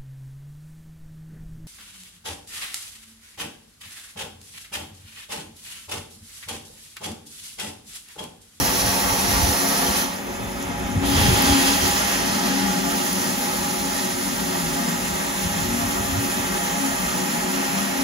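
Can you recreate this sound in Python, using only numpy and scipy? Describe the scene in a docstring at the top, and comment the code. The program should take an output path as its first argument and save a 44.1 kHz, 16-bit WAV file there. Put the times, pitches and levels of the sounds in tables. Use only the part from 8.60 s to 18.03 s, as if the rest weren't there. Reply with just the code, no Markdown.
"""First one hears air hissing at the nozzle of a wet-and-dry vacuum, on the steel floor of a boat's engine
compartment: shaped noise that chokes while the nozzle is under water, then surges. Behind it, broad noise
makes the rush, and noise through narrow resonances makes the steel box ring. Slugs of water are sagging low
tones, spits are bright puffs, and the tumbling in the hose is lumpy low noise. The motor drones in the box
and whines in thin tones, over a narrow low humming. The place is heard up close, in stereo."""
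import sys
import numpy as np
from scipy import signal
from scipy.fft import rfft, irfft, next_fast_len
from scipy.io import wavfile
from scipy.ndimage import uniform_filter1d

SR = 44100
rng = np.random.default_rng(int(sys.argv[2]) if len(sys.argv) > 2 else 0)


def master(y):
    """Save y as 16-bit WAV."""
    cut = np.clip(np.atleast_2d(y).T, -1, 1)
    pcm = np.round(cut * 32767)  # scale
    wavfile.write(sys.argv[1], SR, pcm.astype(np.int16))


N = 415863
LONG = next_fast_len(N + SR)  # the scene plus at least a second of room for filtering
FREE_DB = -25.5  # hiss level of a freely flowing nozzle
# the nozzle leaves the first corner and dives, clears the water, settles; the spread softens each change
DIVES_S, CLEARS_S, SETTLES_S, SPREAD_S = 1.51, 2.44, 4.7, 0.049

# air through the nozzle: free, choked under water, surging as it clears, settling
# columns: t/s, hiss level/dB, rush level/dB, hiss tilt/(dB per octave), hollow body of the hiss/dB
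SUCTION = [(0, -26, -31, 3.5, 5), (.62, -26, -32.5, 1.5, 1.5), (.78, -24.5, -31.5, 1.5, 2.5),
           (1.12, -26.5, -31.5, 3, 3.5), (1.37, -25, -32, 1.5, 1.5), (1.42, -26.5, -35, 1, 0),
           (1.47, -32, -38.5, 0, 0.5), (1.53, -35.5, -39, 0.5, 1), (1.62, -41.5, -37.5, 3.5, 1),
           (1.95, -40.5, -39, 2, 1), (2.05, -37.5, -38, -1.5, -3), (2.4, -38.5, -39, -1, -4),
           (2.437, -34, -32, -1.2, 0.5), (2.46, -29.5, -35, 1.5, 8), (2.49, -27.5, -36.5, 1.5, 5),
           (2.6, -24.5, -27.5, -0.5, 4), (2.75, -24, -29, 0, 2), (2.92, -22, -29.5, -0.5, 2),
           (3.1, -23, -30.5, -0.5, 2), (3.33, -25.5, -35.5, 0.5, 0.5), (3.58, -26, -33.5, -1.5, -1.5),
           (3.75, -28.5, -38, 0, 3), (3.95, -28, -34.5, -1.5, 1), (4.23, -29.5, -39, -0.5, -0.5),
           (4.27, -28.5, -40, 0, -2), (4.5, -28.5, -36, 1.5, 0.5), (5.5, -29.5, -41.5, 0.9, -0.5),
           (6.3, -30, -38.5, 0.5, -1), (7, -29.5, -41, 0, -2.5), (8.3, -29, -39, 0, -2.5),
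           (9.43, -29, -38, -0.5, -3)]
# broad colour of the hiss: f/Hz, relative level/dB
HISS_COLOUR = [(700, -21), (1300, -2.5), (2100, -0.5), (2350, -4), (2550, -1.5), (2850, -3.5), (3250, -2.5),
               (3950, -3), (4800, -2.5), (5300, -2.5), (5550, -5), (5900, -.5), (6450, -3.5), (6800, -0.5),
               (7000, -2), (7250, 0.5), (7600, -3.3), (8350, -2.2), (8700, -4.5), (9000, -3.3),
               (10200, -4.6), (10900, -6.4), (11900, -4.7), (12600, -6.6), (13000, -5.1), (13600, -5.3),
               (14300, -7.3), (14650, -10.6), (15800, -12.5)]
# change of that colour in the corner where the nozzle starts: f/Hz, change/dB
CORNER_COLOUR = [(1200, -1), (2200, -1), (2900, 2), (3300, 0), (3850, -2), (4100, 0.5), (4350, -0.5),
                 (4600, 1.2), (4850, -3), (5300, 1.5), (5900, 1), (6300, 0), (6800, -3), (7200, -2),
                 (7700, -1), (8400, -2), (9000, 0), (16000, 0)]
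# change of that colour from the moment the nozzle clears until it settles: f/Hz, change/dB
SURGE_COLOUR = [(1200, 0.5), (2000, -0.5), (2500, 1), (2900, 1.5), (3400, 1), (3700, -1), (4300, -0.5),
                (4900, 1), (5500, -0.5), (5900, -1.5), (6400, 1), (6900, -1.5), (7300, -2.5), (7700, 0),
                (16000, 0)]
BODY_HZ, BODY_SAG_HZ, BODY_BACK_S = 4540, 1140, 1  # the body drops as the nozzle clears, then climbs back


def hiss():
    """Turbulent air at the nozzle: noise shaped frame by frame, flickering with the water it tears along."""
    hop = 128
    frames, hz = N // hop + 5, np.fft.rfftfreq(512, 1 / SR)
    shape, t = (frames, len(hz)), np.arange(frames) * hop / SR

    # random flicker
    ripple_db = 0.9 * drift(shape, frames=250, bins=2)  # the colour shifts as the nozzle moves
    spray_db = 0.88 * drift(shape, frames=9, bins=17)
    spray_db *= np.clip(hz / 10000, .3, 1.15)  # spray flickers most in the treble
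    choked = np.clip((FREE_DB - curve(SUCTION, t, axis=1)) / 12, 0, 1)[:, None] ** 2
    gurgle_db = 1.3 * choked * drift(shape, frames=7, bins=8)  # a drowned nozzle gurgles in patches
    gust_db = 0.63 * drift((frames, 1), frames=12, bins=1)  # the whole flow is unsteady

    # planned changes of colour
    tilt_db = curve(SUCTION, t, axis=3)[:, None] * np.log2((hz + 1) / 6000)
    body_hz = BODY_HZ - BODY_SAG_HZ * (t > CLEARS_S) * np.exp(-((t - CLEARS_S) / BODY_BACK_S) ** 2)
    octaves_off = np.log2((hz + 1) / body_hz[:, None])
    body_db = curve(SUCTION, t, axis=4)[:, None] * np.exp(-(octaves_off / .36) ** 2)
    in_corner = (1 - after(t, DIVES_S))[:, None]
    surging = (after(t, CLEARS_S) - after(t, SETTLES_S))[:, None]
    place_db = in_corner * np.interp(hz, *np.transpose(CORNER_COLOUR))
    place_db += surging * np.interp(hz, *np.transpose(SURGE_COLOUR))

    level_db = ripple_db + spray_db + gurgle_db + gust_db + tilt_db + body_db + place_db
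    spectra = stereo_spectra(shape, hz) * colour(HISS_COLOUR, hz) * gain_of(level_db)
    air = signal.istft(spectra.transpose(0, 2, 1), nperseg=512, noverlap=512 - hop)[1][:, :N]
    return evened(fine_ripple(air)) * gain_of(curve(SUCTION, seconds(), axis=1))


def fine_ripple(air):
    """A fine, fixed, random ripple of the spectrum that fades toward the treble."""
    ripple_db = 2 * drift((1, LONG // 2 + 1), frames=1, bins=200)
    ripple_db /= 1 + (np.fft.rfftfreq(LONG, 1 / SR) / 8000) ** 2
    return irfft(rfft(air, LONG) * gain_of(ripple_db), LONG)[:, :N]


# broad colour of the rush: f/Hz, relative level/dB
RUSH_COLOUR = [(220, -40), (320, -4.5), (500, -1), (650, -5.5), (880, 1), (1200, -9.5), (2000, -5),
               (3500, -15), (6000, -46)]


def rush():
    """Broad rush of the air: coloured noise whose level follows the suction."""
    return broad_noise(RUSH_COLOUR) * gain_of(curve(SUCTION, seconds(), axis=2))


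# upper air modes of the steel compartment:
# f/Hz, nominal width/Hz, relative level/dB, left minus right/dB, right leads/rad
UPPER_MODES = [(413, 17, -8.5, -3, 0.6), (458, 12, -6, 2, 3), (496.6, 13, -6, -10, 1.64),
               (587, 38, -8, -9, 2.5), (616.4, 10.4, -12.5, -25, -0.7), (694, 27, -10.5, -16.5, -1.3),
               (691, 18, -0.5, 7, -2), (662, 22, -13, 1, 0.5), (736, 26, -14, 7, 3),
               (802, 10, -6.5, 13, 1.5), (830.5, 41, -5, -11, 1.4), (855, 42, -12, 6, 0),
               (886, 30, -9, 15, 2), (959, 51, -3.5, -1, 2), (1138, 17, -3, -6, 4), (1186, 31, -3, 2, 1.93),
               (1274, 52, -5.5, -1.5, 1.38), (1068, 31, -9, -6.5, 4.5), (1380, 42, -5.5, -4.5, 2.05),
               (1516, 40, -10, 2.5, 3.5), (1575, 26, -9, 6, 1.5), (1692, 52, -12, 3, 1),
               (1738, 18, -7.5, -10, -1.5), (1876, 54, -7.5, 4, 0.2), (1953, 24, -11, 0, 0),
               (2121, 51, -10.5, 0, 0.4), (2270, 340, -29, 13, -1.5), (2553, 31, -11.5, 0, 0.5),
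               (3264, 66, -13.5, -2, 2)]
RING_DB, RING_SHARE = -32, 0.69  # level at free flow; share of the hiss's swings in dB that it follows


def compartment_ring():
    """Air modes of the steel box, excited by noise that swells and ebbs with the hiss."""
    swing_db = curve(SUCTION, seconds(), axis=1) - FREE_DB
    return mode_noise(UPPER_MODES) * gain_of(RING_DB + RING_SHARE * swing_db + 1.22 * flicker(.06))


# modes that ring only in the first corner:
# f/Hz, nominal width/Hz, relative level/dB, left minus right/dB, right leads/rad
CORNER_MODES = [(507, 23, 1, -4, 0.94), (704, 20, -2, 4, 0.69), (705, 35, 1, 1, .8), (875, 54, 0, -1, .8),
                (1040, 30, -9, 1, 1.1), (1123, 40, 0, -1, 1), (1480, 40, -17, -1, 1.2)]
# modes heard while the nozzle is drowned:
# f/Hz, nominal width/Hz, relative level/dB, left minus right/dB, right leads/rad
DROWNED_MODES = [(705, 44, -1, 0.92, 0.89), (1250, 110, -7, 1, 1.5), (1710, 120, -15, 1, 1.2),
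                 (2200, 100, -11, 1, 1.1), (2550, 78, -8, 1, 1.1), (3050, 90, -15, 1, 1.2),
                 (3500, 140, -12, 1, 1.2)]
CORNER_DB, DROWNED_DB, GURGLE_DB, GURGLE_S = -35.5, -43, 1.5, .05


def places():
    """Noise through the modes of the first corner, then of the drowned, gurgling nozzle."""
    dived = after(seconds(), DIVES_S)
    under = dived * (1 - after(seconds(), CLEARS_S))
    corner = gain_of(CORNER_DB) * (1 - dived) * mode_noise(CORNER_MODES)
    gurgle = gain_of(DROWNED_DB + GURGLE_DB * flicker(GURGLE_S))
    return corner + gurgle * under * mode_noise(DROWNED_MODES)


# drops that spit at the nozzle's rim: t/s, puff level/dB, f/Hz
SPITS = [(0.841, -15, 9900), (0.9956, -26, 10100), (2.0255, -21, 10000), (2.0685, -32, 10500),
         (2.4244, -32, 10200), (2.8215, -8, 11700), (3.0285, -11, 10400), (4.5295, -10, 9900),
         (7.3327, -36, 10000)]
SPIT_S = 0.00096  # rise of a spit's envelope


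def spits():
    """Drops at the rim: short puffs of smoothed noise on a bright tone, with the hiss's phase lead."""
    out, t = np.zeros((1, N)), np.arange(400) / SR
    for s, db, hz in SPITS:
        puff = uniform_filter1d(rng.standard_normal(len(t)), size=11) * t * np.exp(-t / SPIT_S)
        add(out, s, gain_of(db) * puff / abs(puff).max() * np.sin(2 * np.pi * hz * t))
    f, _, lead, _ = np.transpose(STEREO_IMAGE)
    lead = np.interp(np.fft.rfftfreq(LONG, 1 / SR), f, lead)
    sides = np.array([[0], [1]])  # only the right side is turned
    return irfft(rfft(out, LONG) * np.exp(1j * lead * sides), LONG)[:, :N]


# slugs of water that jolt the hose: t/s, nominal level/dB, starting f/Hz, length/s (dies away within four)
SLUGS = [(0.271, -34, 70, 0.034), (0.78, -26, 126, 0.038), (0.824, -16.5, 61.6, 0.016),
         (0.88, -28, 75.5, 0.055), (1.287, -31, 61.9, 0.023), (1.827, -31, 110, 0.032),
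         (2.24, -31, 59.2, 0.03), (2.356, -20.5, 103, 0.037), (2.465, -28, 78.1, 0.03),
         (2.553, -20, 93.5, 0.043), (2.607, -18.5, 84, 0.035), (2.644, -22, 75, 0.027),
         (2.68, -15, 125, 0.021), (2.718, -24, 75, 0.035), (2.755, -31, 69.6, 0.024),
         (2.895, -22, 76, 0.04), (3.22, -25.5, 70, 0.027), (6.52, -34, 53.8, 0.027),
         (6.85, -29, 84.6, 0.017), (7.243, -30, 67.3, 0.023)]


def slugs():
    """Slugs jolting the hose: a few low cycles of three partials that sag in pitch."""
    out = np.zeros((2, N))
    for s, db, hz, length in SLUGS:
        u = np.arange(0, 4 * length, 1 / SR) / max(length, .01)  # time in lengths
        swell = 3 * u * np.exp(1 - 3 * u)
        phase = 2 * np.pi * (hz * length * (u - 0.069 * u ** 2) + rng.random())
        partials = 1.3 * np.sin(phase) + 0.32 * np.sin(0.57 * phase) + 0.75 * np.sin(1.61 * phase)
        add(out, s, gain_of(db) * swell * partials)
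    return out


# water tumbling in the hose: t/s, rumble level/dB before lumps and slugs
TUMBLE = [(0.0, -37.5), (0.84, -40), (1.0, -49), (1.25, -47), (1.42, -47.5), (1.8, -43), (2.2, -39),
          (2.6, -40), (3.49, -43), (4.31, -47), (5.4, -46), (6.3, -47.5), (6.77, -47.5), (7.04, -38),
          (8.03, -45.5), (8.35, -46.5), (9.43, -51.5)]
# broad colour of the rumble: f/Hz, relative level/dB
RUMBLE_COLOUR = [(50, -11), (70, 2.5), (105, 6.5), (150, -8), (300, -21), (500, -52)]
# colour of the deep throb under the rumble: f/Hz, relative level/dB
THROB_COLOUR = [(20, -33), (33, -5), (45, 3), (58, 9), (75, -11), (110, -47)]
THROB_DB, LUMPS_DB, LUMP_S = -1, 3.5, .07  # throb against rumble; both come in random lumps
# each slug stirs the water up around it: levels against the slug, times before and after it
STIR_DB, STIR_THROB_DB, STIR_RISE_S, STIR_FALL_S = -7.5, -12, 0.02, 0.025


def tumbling_water():
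    """Water tumbling in the hose: rumble and deep throb, both noise in random lumps."""
    rumble = broad_noise(RUMBLE_COLOUR) * gain_of(tumble_level(0, STIR_DB))
    return rumble + broad_noise(THROB_COLOUR) * gain_of(tumble_level(THROB_DB, STIR_THROB_DB))


def tumble_level(calm_db, stir_db):
    """Level in dB of lumpy water; the power stirred up around every slug is added."""
    t = seconds()
    power = gain_of(2 * (curve(TUMBLE, t, axis=1) + calm_db + LUMPS_DB * flicker(LUMP_S)))
    for s, db, _, _ in SLUGS:
        near = slice(max(round((s - .5) * SR), 0), round((s + .5) * SR))
        late = t[near] - s
        fade = np.exp(-abs(late) / np.where(late < 0, STIR_RISE_S, STIR_FALL_S))
        power[near] += gain_of(2 * (db + stir_db)) * fade
    return 10 * np.log10(power)


# deep air modes of the steel compartment:
# f/Hz, nominal width/Hz, relative level/dB, left minus right/dB, right leads/rad
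DEEP_MODES = [(140.5, 19, -18, 10, -0.38), (167.4, 7.3, -9, 2.5, -0.033), (199.5, 42, -7.5, 3, -0.32),
              (237, 13.5, -9, 7, 1.4), (262, 15, -14.5, 3, 0.8), (277, 26, -9, 8, 0),
              (335, 33, -19, 11, 1.9), (365.8, 22, -5, 0.8, 1.4)]
# drone of the motor in the deep modes: t/s, level/dB
DRONE = [(0, -34), (.6, -33.5), (1.2, -32.5), (1.6, -38), (2.2, -36), (2.65, -25), (3.1, -31.5),
         (3.4, -31.5), (3.9, -30.5), (4.5, -31.5), (5.2, -32.5), (5.6, -33), (6.1, -33.5), (6.8, -34),
         (7.2, -34.5), (8, -32.5), (8.3, -36), (8.7, -31.5), (9.43, -33)]


def motor_drone():
    """Drone of the motor: noise through the deep modes of the compartment."""
    return mode_noise(DEEP_MODES) * gain_of(curve(DRONE, seconds(), axis=1))


# narrow humming bands: f/Hz, wander/Hz rms, left minus right/dB, right leads/rad
HUM_BANDS = [(274.4, 4.06, 4.5, 0.77), (192.3, 6.84, 6, 0.24), (823, 6.43, 0.5, 1.06),
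             (239.2, 2.75, 3.5, -0.25), (169.3, 4.06, 3.5, -0.53)]
# level of each humming band over time: t/s, then level/dB of each band in the order of HUM_BANDS
HUM_LEVELS = [(0, -32, -39.5, -44, -43, -43), (.75, -38, -39, -38, -48, -46),
              (1.2, -30.5, -39, -47, -44, -44), (1.65, -50, -41, -51, -41.5, -46),
              (2.2, -38, -40, -38.5, -39.5, -42), (2.5, -27.5, -40, -35, -39, -44),
              (2.75, -35, -41, -32.5, -33, -39), (2.93, -24.5, -38, -28, -32, -39),
              (3.1, -26.5, -40, -33.5, -37, -41), (3.4, -43, -45, -39, -52, -59),
              (3.9, -29, -33, -39, -33, -50), (4.12, -38, -31, -35, -46, -50),
              (4.33, -30.5, -35, -36, -46, -55), (4.44, -37, -43, -38.5, -49, -57),
              (4.55, -39, -31.5, -40, -46, -48), (4.8, -36.5, -40, -39, -40, -44),
              (5.2, -41, -38, -40, -39, -51), (5.6, -39, -41.5, -46, -39, -50),
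              (6.0, -34.5, -36.5, -39, -45, -32.5), (6.25, -38, -35, -49, -34, -37),
              (6.5, -45, -39, -39, -40, -36), (6.68, -35, -48, -54, -57, -49),
              (6.85, -42, -35, -36, -48, -34.5), (7.2, -35.5, -38, -45, -28.5, -43),
              (7.45, -33, -38.5, -40, -46, -50), (7.8, -34, -42.5, -44, -49, -52),
              (8.05, -47, -37, -39, -51, -45), (8.27, -24, -35, -40, -40, -44),
              (8.5, -65, -35.5, -39.5, -38, -43), (8.95, -32, -36.5, -42, -40, -44),
              (9.2, -49, -33, -37, -44, -48), (9.43, -25.5, -36, -43, -39, -53)]
HUM_SWELL_DB, HUM_SWELL_S = 3, .045  # random swelling of each band


def narrow_hum():
    """Narrow low humming, swelling and fading irregularly: sines with random pitch and level."""
    out = np.zeros((2, N))
    for k, (hz, wander_hz, lean_db, lead) in enumerate(HUM_BANDS):
        phase = 2 * np.pi * np.cumsum(hz + wander_hz * flicker(.04)) / SR
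        sides = np.sin(phase + np.array([[0], [lead]])) * gain_of([[lean_db / 2], [-lean_db / 2]])
        swell_db = HUM_SWELL_DB * np.minimum(flicker(HUM_SWELL_S), 1.1)
        out += np.sqrt(2) * sides * gain_of(curve(HUM_LEVELS, seconds(), axis=k + 1) + swell_db)
    return out


# thin tones of the motor, shaft and fan blades: f/Hz, wander/Hz, left level/dB, right level/dB
WHINES = [(563.7, 1.5, -58, -40.5), (5060, 5, -56, -62)]


def motor_whine():
    """Thin sines of motor, shaft and fan blades, wandering together in pitch and strength."""
    slow = drift((N // 512 + 2, 2), frames=13, bins=1)
    wander, swell = (np.interp(np.arange(N) / 512, np.arange(len(slow)), c) for c in slow.T)
    out = np.zeros((2, N))
    for hz, wander_hz, left_db, right_db in WHINES:
        tone = np.sqrt(2) * np.sin(2 * np.pi * np.cumsum(hz + wander_hz * wander) / SR)
        out += gain_of([[left_db], [right_db]] + 0.47 * swell) * tone
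    return out


# stereo image of the noise by frequency: f/Hz, likeness/0-1, right leads/rad, left minus right/dB
STEREO_IMAGE = [(0, .95, 0.1, 0.1), (35, .9, .1, .3), (70, .75, .1, -.5), (130, .8, 0, .3),
                (300, .7, .1, 1.5), (1300, .4, 1.8, 0), (2300, .3, 3, .5), (2800, .05, 1.5, -1.5),
                (3300, .22, .3, -3), (3750, .4, .1, -1.5), (4150, .68, .3, -.4), (4700, .58, 1., -2),
                (5300, .48, 1.8, -5.5), (5750, .33, .4, -8.3), (6200, .58, .25, -4.8),
                (6800, .72, .2, -1.3), (7250, .5, .4, -3), (7420, .2, -1.5, -2.5), (7700, .99, -3.12, 0),
                (8850, .998, -3.16, 0), (9100, .74, -3.7, 0), (9700, .66, -4.8, 0), (10200, .72, -5.8, 0),
                (10400, .99, -6.25, 0), (11600, .99, -6.33, 0), (11800, .66, -7.6, 0),
                (12300, .62, -8.6, 0), (12500, .998, -9.41, 0), (13700, .998, -9.44, 0),
                (14000, .6, -10.2, 0), (14400, .45, -11, 0), (14700, .98, -12.55, 0),
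                (16000, .99, -12.57, 0)]


def stereo_spectra(shape, hz):
    """Random stereo spectra: partly alike, shifted in phase and level."""
    f, *columns = np.transpose(STEREO_IMAGE)
    alike, lead, lean_db = (np.interp(hz, f, c) for c in columns)
    alike = np.clip(alike, 0, 1)
    left, other = rng.standard_normal((2, *shape)) + 1j * rng.standard_normal((2, *shape))
    right = (alike * left + np.sqrt(1 - alike ** 2) * other) * np.exp(1j * lead)
    return np.array([left * gain_of(lean_db / 2), right * gain_of(-lean_db / 2)])


def low_band():
    """Frequencies in Hz of the lower third of the spectrum."""
    return np.fft.rfftfreq(LONG, 1 / SR)[:LONG // 6]


def broad_noise(points):
    """Steady coloured noise in stereo; the mean of the channels has rms 1."""
    hz = low_band()
    return evened(irfft(colour(points, hz) * stereo_spectra(hz.shape, hz), LONG)[:, :N])


def mode_noise(modes):
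    """One noise heard through steep modes; each leans to a side and has its own phase lead."""
    hz = low_band()
    f, width, db, lean_db, lead = np.transpose(modes)[:, :, None]
    power = gain_of(2 * db) / (1 + (1.79 * (hz - f) / width) ** 2) ** 2
    left = np.sqrt((power * gain_of(lean_db)).sum(0))
    right = np.sqrt((power * gain_of(-lean_db)).sum(0))
    right = right * np.exp(1j * np.angle((power * np.exp(1j * lead)).sum(0)))
    noise = rfft(rng.standard_normal(len(hz) * 2 - 2)) / np.sqrt(len(hz) - 1)
    return evened(irfft(np.array([left, right]) * noise, LONG)[:, :N])


def drift(shape, frames, bins):
    """Random field of standard deviation 1, smoothed twice over so many frames and bins."""
    z = rng.standard_normal(shape)
    for _ in range(2):
        z = uniform_filter1d(z, max(round(frames), 1), 0)
        z = uniform_filter1d(z, max(round(bins), 1), 1)
    return z / z.std()


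def flicker(smooth_s):
    """Slow random course of about rms 1 over the whole scene."""
    slow = drift((N // 512 + 2, 1), frames=smooth_s * SR / 512, bins=1)[:, 0]
    return np.interp(np.arange(N) / 512, np.arange(len(slow)), slow)


def seconds():
    """Time of every sample."""
    return np.arange(N) / SR


def after(t, s):
    """Soft step from 0 to 1 around time s."""
    return .5 + .5 * np.tanh((t - s) / SPREAD_S)


def gain_of(db):
    """Decibels to gain."""
    return 10 ** (np.asarray(db) / 20)


def evened(x):
    """Scales so that the mean of the channels has rms 1."""
    return x / np.sqrt(np.mean(np.atleast_2d(x).mean(0) ** 2))


def colour(points, hz):
    """Gain of a spectrum: straight dB lines on a log axis, -80 dB below the first point."""
    f, db = np.transpose(points)
    return gain_of(np.interp(np.log(hz + 1), np.log(f + 1), db, left=-80))


def curve(rows, t, axis):
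    """One column of a table over time, in straight lines."""
    rows = np.array(rows)
    return np.interp(t, rows[:, 0], rows[:, axis])


def add(mix, s, sound):
    """Adds a sound at time s to every channel."""
    part = mix[:, round(s * SR):][:, :len(sound)]
    part += sound[:part.shape[1]]


def scene():
    """All sources together, from the nozzle to the motor."""
    nozzle = hiss() + rush() + compartment_ring() + places()
    water = spits() + slugs() + tumbling_water()
    return nozzle + water + motor_drone() + narrow_hum() + motor_whine()


EDGE_HZ = 15760


def record(dry):
    """The band limit of the recorder: a steep low-pass at EDGE_HZ."""
    low_pass = signal.firwin(1023, EDGE_HZ, window=("kaiser", 9), fs=SR)
    return signal.oaconvolve(dry, low_pass[None], "same")


dry = scene()
out = record(dry)
master(out)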